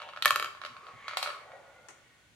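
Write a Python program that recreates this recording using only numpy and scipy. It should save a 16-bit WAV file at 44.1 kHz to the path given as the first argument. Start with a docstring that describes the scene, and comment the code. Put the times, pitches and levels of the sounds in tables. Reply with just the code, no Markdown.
"""Marbles running down a plastic track on the hard floor of a small room, heard on a stereo pair.
They hum over tiny bumps in the plastic and knock across the ramp's joints. One clips the chute's rim,
drops into a dish, bounces ever faster, circles and clacks against the marbles resting there; another
drops into a hollow cup. Each blow rings the part it hits, and the near walls answer briefly."""
import sys
import numpy as np
from scipy import signal
from scipy.fft import rfft, irfft, next_fast_len
from scipy.io import wavfile
from scipy.ndimage import map_coordinates

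SR = 44100
rng = np.random.default_rng(int(sys.argv[2]) if len(sys.argv) > 2 else 0)


def waveform_to_disk(signal):
    """Save audio, clipped to [-1, 1], as 16-bit WAV at the path in sys.argv[1]."""
    frames = np.transpose(np.atleast_2d(signal))
    scaled = np.clip(frames, -1, 1) * 32767
    samples = np.round(scaled).astype(np.int16)
    wavfile.write(sys.argv[1], SR, samples)


N = 103635
RADIATION_HZ = 364  # the small parts radiate little below this


def from_db(db):
    """Decibels to gain."""
    return 10 ** (np.asarray(db) / 20)


def at_hz(points, hz):
    """Read a spectrum on a log-frequency axis."""
    freqs, values = np.transpose(points)
    return np.interp(np.log(hz), np.log(freqs), values)


def on_bins(points, size):
    """Read a spectrum at every bin of an FFT."""
    return at_hz(points, np.maximum(np.arange(size // 2 + 1) * SR / size, 1))


def convolve(sound, response):
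    """Pass a sound through a response."""
    return signal.fftconvolve(np.atleast_2d(sound), np.atleast_2d(response), axes=-1)[:, :N]


def minimum_phase(gains):
    """The causal response with these gains that gives up its energy soonest."""
    cepstrum = irfft(np.log(gains + 1e-9))
    i = np.arange(len(cepstrum))
    fold = np.where(i == 0, 1, 2 * (i < len(i) // 2))
    return irfft(np.exp(rfft(cepstrum * fold)))


def mic_pair(x, lag_s=.00003):
    """Sound reaches the left microphone a moment before the right."""
    late = np.arange(len(x)) - lag_s * SR
    return np.array([x, map_coordinates(x, [late], order=3, mode="grid-constant")])


# diffuse sound at the two microphones: f/Hz, correlation
LIKENESS = [(130, 0.63), (300, 0.95), (1200, 0.17), (2500, 0), (4500, 0.22), (8000, 0), (12000, 0.96)]
def noise_bands(size):
    """Yield (Hz, band): third octaves of flat noise, partly alike left and right."""
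    edges = np.geomspace(20, 18000, 31)
    white = rfft(rng.standard_normal((2, size)))
    freqs = np.arange(size // 2 + 1) * SR / size
    for low, high in zip(edges, edges[1:]):
        hz = np.sqrt(low * high)
        alike = np.clip(at_hz(LIKENESS, hz), -.95, .95)
        inside = (freqs >= low) & (freqs < high)
        mid, side = irfft(white / abs(white) * inside, size) * np.sqrt(size / 2)
        yield hz, np.sqrt(1 + alike) * mid + np.sqrt(1 - alike) * np.array([side, -side])


def dying_noise(colour, t60s, rise_s, size):
    """A diffuse response: each band swells, dies away and carries the energy of its colour."""
    t, out = np.arange(size) / SR, 0
    for hz, band in noise_bands(size):
        shaped = band * (1 - np.exp(-t / rise_s)) * from_db(-60 * t / at_hz(t60s, hz))
        normalise = np.sqrt(2 * np.mean(band ** 2) / (np.sum(shaped ** 2) + 1e-20))
        out = out + shaped * normalise * from_db(at_hz(colour, hz))
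    return out


def resonate(x, hz, width_hz):
    """A resonance with gain 1 at its peak."""
    r = np.exp(-np.pi * width_hz / SR)
    feedback = [1, -2 * r * np.cos(2 * np.pi * hz / SR), r * r]
    return signal.lfilter(np.array([1, 0, -1]) * (1 - r * r) / 2, feedback, x + 1e-18)


def rolling(level, tones, pitch=((0, 1),), taps_per_s=2500, spread_db=3, top_hz=7000):
    """A rolling marble taps tiny bumps at random and sets the plastic humming."""
    t, size = np.arange(N) / SR, 2 * N
    taps = (rng.random(size) < taps_per_s / SR) * rng.choice([-1, 1], size)
    taps = taps * from_db(spread_db * np.minimum(rng.exponential(1, size), 5))
    hum = sum((-1) ** k * from_db(db) * resonate(taps, hz, width)
              for k, (hz, width, db) in enumerate(tones))
    hum = signal.sosfilt(signal.butter(2, [RADIATION_HZ, top_hz], "band", fs=SR, output="sos"), hum)
    speed = np.interp(t, *np.transpose(pitch))
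    hum = map_coordinates(hum, [np.cumsum(speed)], order=3)  # resampling bends the pitch
    return mic_pair(hum / hum.std() * from_db(np.interp(t, *np.transpose(level))))


def ring(modes, size=4096, spread_db=2.35):
    """Damped sines of alternating sign; their strengths vary with where the blow lands."""
    t, out = np.arange(size) / SR, 0
    for k, (hz, db, t60) in enumerate(modes):
        envelope = from_db(db + spread_db * rng.standard_normal() - 60 * t / t60)
        out = out + (-1) ** k * envelope * np.sin(2 * np.pi * hz * t)
    return out


def body(modes, colour, crack_t60_s, snap_db, low_cut_hz=RADIATION_HZ, crack_db=2, size=4096):
    """One blow: a snap and the main modes start at once, over a crack of fine, fast-dying modes."""
    gains = np.hypot(abs(rfft(ring(modes, size))), from_db(snap_db + on_bins(colour, size)))
    crack = dying_noise(colour, [(1000, crack_t60_s)], rise_s=.0002, size=size)
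    response = mic_pair(minimum_phase(gains)) + from_db(crack_db) * crack
    return signal.sosfilt(signal.butter(4, low_cut_hz, "high", fs=SR, output="sos"), response)


def strike(hits, respond):
    """Contacts on one part, each with a fresh response; a softer one lasts longer and sounds duller."""
    out, k = np.zeros((2, N + SR)), np.arange(128)
    for s, db, *bright_hz in hits:
        push = (k + 1) * np.exp(-2 * np.pi * (bright_hz[0] if bright_hz else SR) * k / SR)
        blow = convolve(push / push.sum(), respond())
        start = int(s * SR)
        out[:, start:start + blow.shape[1]] += from_db(db) * blow
    return out[:, :N]


# room tone at the microphones: f/Hz, relative level/dB
ROOM_TONE = [(25, -104), (55, -31), (80, -30.5), (125, -26.5), (170, -33.5), (400, -39), (1000, -39.5),
             (3000, -37.5), (5200, -47), (7000, -44.5), (10000, -52.5), (13500, -63)]
def room_tone(hiss_db=-20, whine_db=-96):
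    """Faint rumble and hiss all round, with a thin high whine."""
    hiss = sum(from_db(hiss_db + at_hz(ROOM_TONE, hz)) * band
               for hz, band in noise_bands(next_fast_len(N)))
    whine = resonate(rng.standard_normal((2, N)), hz=14900, width_hz=150)
    return hiss[:, :N] + from_db(whine_db) * whine / whine.std()


# hum of the slide: t/s, level/dB
SLIDE_ROLL = [(0, -52), (.09, -53.5), (.18, -67), (.25, -110)]
# its resonances: f/Hz, width/Hz, relative level/dB
SLIDE_TONES = [(930, 90, 1), (1680, 91, -2), (2770, 320, -2.5), (3900, 600, -13.5)]
def slide_roll():
    """Above the dish, a marble swerves down the wavy slide."""
    return rolling(SLIDE_ROLL, SLIDE_TONES)


# hum of the dish: t/s, level/dB
DISH_ROLL = [(0, -54.5), (.07, -52.5), (.14, -63), (.22, -63.5), (.7, -77), (.9, -63), (1.2, -70),
             (1.42, -60), (1.54, -53.5), (1.67, -59), (1.88, -65), (2.0, -72), (2.2, -82), (2.35, -102)]
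# its resonances before the bend: f/Hz, width/Hz, relative level/dB
DISH_TONES = [(507, 88, 1.5), (669, 152, -1), (790, 102, -1)]
# their bend: t/s, pitch ratio
DISH_PITCH = [(0, 1.17), (0.152, 1.108), (1.399, 1.03), (1.651, 1.1), (1.769, .99), (1.9, 1.05)]
def dish_roll():
    """A marble circles the dish; the hum sinks as it slows."""
    return rolling(DISH_ROLL, DISH_TONES, DISH_PITCH)


# hum of the ramp: t/s, level/dB
RAMP_ROLL = [(0, -66), (.2, -74), (.45, -47.5), (.56, -62), (.6, -58), (.68, -55.5), (.8, -55.5),
             (.89, -48.5), (.96, -59), (1.05, -55.5), (1.13, -52), (1.3, -46.5), (1.4, -56), (1.5, -64),
             (1.8, -72), (2.2, -75.5), (2.35, -103)]
# its resonances: f/Hz, width/Hz, relative level/dB
RAMP_TONES = [(392, 128, -10.5), (660, 880, -14.5), (1114, 70, 5.5), (1304, 120, -2.5), (1660, 110, -9.5),
              (2280, 230, -12), (2940, 1200, -20.5), (4200, 1200, -22.5)]
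def ramp_roll():
    """Marbles along the ramp set it humming in swells."""
    return rolling(RAMP_ROLL, RAMP_TONES)


# hum of the chute: t/s, level/dB
CHUTE_ROLL = [(0, -75), (.2, -80), (.8, -70), (.96, -60.5), (1.02, -53.5), (1.12, -48), (1.3, -58),
              (1.45, -65), (1.8, -71), (2.2, -72.5), (2.35, -81.5)]
# its resonances: f/Hz, width/Hz, relative level/dB
CHUTE_TONES = [(1790, 250, -0.5), (2210, 106, 7.5), (2600, 370, -10.5), (3130, 490, -7), (4060, 920, -14.5),
               (7000, 750, -19.5)]
def chute_roll():
    """A marble in the chute raises a brighter whirr."""
    return rolling(CHUTE_ROLL, CHUTE_TONES)


# knocks on the ramp: t/s, level/dB, brightness f/Hz
RAMP_HITS = [(.0015, -15, 3520), (.0188, -13.5, 5300), (.0285, -23, 4500), (.089, -16, 4300),
             (.0972, -26, 4470), (.135, -15, 2500), (.1625, -13.5, 3600), (.173, -10.5, 3470),
             (.5497, -15.5, 2220), (.5725, -19, 2500), (.6163, -10.5, 4200), (.637, -10.5, 3220),
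             (.6498, -8, 5650), (.6615, -12, 7000), (.670, -24, 5000), (.7665, -19.5, 4200),
             (.868, -18.5, 4200), (1.0815, -5.5, 6000), (1.094, -15, 4000), (1.111, -12, 3800),
             (1.1345, -10.5, 2800), (1.1425, -31, 2800), (1.2385, -8.5, 2280), (1.2605, -5, 2600),
             (1.2738, -2.5, 2800), (1.291, -7, 2250), (1.303, -8.5, 2500), (1.5183, -20.5, 2210)]
# its modes: f/Hz, relative level/dB, t60/s
RAMP_MODES = [(593, -37.5, 0.058), (1082, -28.5, 0.027), (1237, -21, 0.018), (1364, -20.5, 0.019),
              (1723, -34.5, 0.041), (2255, -30.5, 0.028), (2897, -31, 0.013), (3850, -30, 0.014),
              (4500, -36, 0.044)]
# its crack: f/Hz, relative level/dB
RAMP_CRACK = [(200, -30.5), (700, -19.5), (2000, 0), (4500, -0.5), (5700, -10.5), (8000, -14),
              (11500, -13.5), (16000, -39.5)]
def ramp_knocks():
    """Marbles knock over the joints of the ramp."""
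    return strike(RAMP_HITS, lambda: body(RAMP_MODES, RAMP_CRACK, crack_t60_s=.0236, snap_db=-4.5))


# clicks on the rim: t/s, level/dB
RIM_HITS = [(.2238, -4), (.2493, -7.5), (.279, -7)]
# its modes: f/Hz, relative level/dB, t60/s
RIM_MODES = [(996, -26.5, 0.014), (1340, -26, 0.064), (1870, -21.5, 0.019), (2500, -24, 0.0074),
             (3220, -35, 0.0067), (3680, -39, 0.01)]
# its crack: f/Hz, relative level/dB
RIM_CRACK = [(200, -35), (1000, -15), (4000, 11.5), (5700, -12), (9000, -11.5), (12500, -14), (16000, -43)]
def rim_clicks():
    """A marble clips the rim of the chute with a hard snap."""
    return strike(RIM_HITS, lambda: body(RIM_MODES, RIM_CRACK, crack_t60_s=.021, snap_db=2.5))


# bounces in the dish: t/s, level/dB, brightness f/Hz
DISH_HITS = [(.2573, -2, 11700), (.3069, -7, 11300), (.3594, -10.5, 11500), (.3978, -12.5, 7600),
             (.4255, -15.5, 6350), (.4452, -18, 8000), (.4595, -23, 7000), (.4705, -32, 5000)]
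# its modes: f/Hz, relative level/dB, t60/s
DISH_MODES = [(363, -49.5, 0.025), (596.6, -27.5, 0.074), (1097, -14.5, 0.023), (1332, -5.5, 0.014),
              (1606, -15, 0.019), (1775, -16, 0.033), (2270, -18.5, 0.044), (2560, -15, 0.017),
              (2800, -16, 0.015), (3143, -13.5, .018), (4000, -14, 0.012), (4250, -18.5, .009),
              (4813, -20, 0.026), (6850, -16.5, 0.0043), (11800, -9.5, 0.003)]
# its crack: f/Hz, relative level/dB
DISH_CRACK = [(200, -22.5), (900, 11), (2000, -21), (4500, 9), (5700, -2), (8000, 1), (9500, -7),
              (12000, 4.5), (14000, -20.5), (16000, -22)]
def dish_bounces():
    """A marble drops into the dish and bounces ever faster and fainter."""
    return strike(DISH_HITS, lambda: body(DISH_MODES, DISH_CRACK, crack_t60_s=.016, snap_db=-10.5))


# soft low bumps: t/s, level/dB
BUMPS = [(.698, -54.5), (.935, -54.5)]
# modes of a thud at floor level: f/Hz, relative level/dB, t60/s
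THUD_MODES = [(116, -2, 0.059), (246.6, -7.5, 0.09)]
def floor_thumps(bounce_db=-49.5):
    """Each bounce thumps the dish against the floor; two soft bumps follow."""
    thud = lambda: mic_pair(ring(THUD_MODES))
    return from_db(bounce_db) * strike(DISH_HITS, thud) + strike(BUMPS, thud)


# blows in the cup: t/s, level/dB, brightness f/Hz
CUP_HITS = [(1.171, 1.5, 12690), (1.2277, 0.5, 12300)]
# its modes: f/Hz, relative level/dB, t60/s
CUP_MODES = [(560, -34, 0.02), (800, -29, 0.017), (1105, -24, 0.02), (1360, -21, 0.014), (2210, -40, 0.075),
             (4130, -24.5, 0.014), (4310, -32.5, 0.018)]
# its crack: f/Hz, relative level/dB
CUP_CRACK = [(300, -34), (700, -2.5), (2000, -3), (4500, 2.5), (5700, -13), (9500, -9), (12000, -13.5),
             (16000, -35)]
def cup_drop():
    """A marble drops into a hollow cup of the track and strikes twice."""
    return strike(CUP_HITS,
                  lambda: body(CUP_MODES, CUP_CRACK, crack_t60_s=.024, snap_db=-5, low_cut_hz=500))


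# thin ring of a rim: t/s, level/dB
RIM_ROLL = [(1.35, -71), (1.52, -62), (1.65, -65.5), (1.86, -65), (1.95, -72.5), (2.2, -74), (2.35, -86)]
# its resonance before the bend: f/Hz, width/Hz, relative level/dB
RIM_TONES = [(1476, 37, 0)]
# bends of the ring and its overtone: t/s, pitch ratio
RIM_PITCH = [(1.499, 1), (1.8, 0.95), (1.9, .97), (2.0, 1)]
OVERTONE_PITCH = [(1.651, 0.9), (1.85, 1.015), (2.1, 0.89)]
def rim_roll(overtone_hz=2117, overtone_width_hz=18, overtone_db=-5.5):
    """A marble runs round a rim; the ring sinks while its overtone climbs, then both turn back."""
    overtone = rolling(RIM_ROLL, [(overtone_hz, overtone_width_hz, 0)], OVERTONE_PITCH)
    return rolling(RIM_ROLL, RIM_TONES, RIM_PITCH) + from_db(overtone_db) * overtone


# glass on glass in the dish: t/s, level/dB
CLACKS = [(1.8855, 0.5), (1.8905, -6), (1.902, -7.5), (1.9065, -8)]
# modes of a clack: f/Hz, relative level/dB, t60/s
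GLASS_MODES = [(1370, -50, 0.014), (2100, -64, 0.018)]
# its crack: f/Hz, relative level/dB
GLASS_CRACK = [(200, -19.5), (450, -13), (2000, -18), (4700, -29.5), (6800, -19), (9500, -29), (11500, -46),
               (16000, -51.5)]
def marble_clacks():
    """The circling marble jostles those at rest."""
    return strike(CLACKS, lambda: body(GLASS_MODES, GLASS_CRACK, crack_t60_s=.038, snap_db=-9))


# balance across the pair: f/Hz, left minus right level/dB
BALANCE = [(1400, -0.5), (3000, -2.5), (4700, -5), (6800, 18), (9500, 23), (12000, -2.5)]
def mic_facing(x):
    """The microphones face the blows differently and colour them; their summed power stays."""
    ratio = from_db(on_bins(BALANCE, size=1024))
    right = np.sqrt(2 / (1 + ratio ** 2))
    return convolve(x, [minimum_phase(ratio * right), minimum_phase(right)])


# colour of the small room: f/Hz, level/dB
ROOM_COLOUR = [(100, 4.5), (300, 0.5), (600, -8.5), (1200, -5), (2500, -4), (4200, -6), (7000, -2.5),
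               (10000, -6.5), (12500, -2), (14000, -15)]
# decay of its tail: f/Hz, t60/s
ROOM_T60 = [(150, 0.54), (1200, 0.49), (4000, 0.46), (8000, 0.43), (14000, 0.35)]
def room(x, delay_s=.004, rise_s=.0026, early_db=-3, early_t60_s=.048):
    """Quick reflections off floor and track, then the tail, all by paths at least 1.4 m longer."""
    early = dying_noise(ROOM_COLOUR, [(1000, early_t60_s)], rise_s, size=32768)
    tail = dying_noise(ROOM_COLOUR, ROOM_T60, rise_s, size=32768)
    response = from_db(early_db) * early + tail
    return convolve(x, np.pad(response, ((0, 0), (int(delay_s * SR), 0))))


def scene():
    """Blows and rolling reach the pair directly and by way of the room."""
    rolls = slide_roll() + dish_roll() + ramp_roll() + chute_roll() + rim_roll()
    ramp, rim, dish = ramp_knocks(), rim_clicks(), dish_bounces()
    thumps, cup, glass = floor_thumps(), cup_drop(), marble_clacks()
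    direct = mic_facing(ramp + rim + dish + cup + glass) + thumps + rolls
    room_feed = ramp + from_db(-3) * rim + from_db(-2) * dish + from_db(1.7) * cup + glass
    return direct + room(room_feed + thumps + rolls) + room_tone()


def record(dry, cutoff_hz=16400):
    """A steep low-pass takes off the very top."""
    return signal.sosfilt(signal.ellip(10, .1, 80, cutoff_hz, fs=SR, output="sos"), dry)


dry = scene()
out = record(dry)
waveform_to_disk(out)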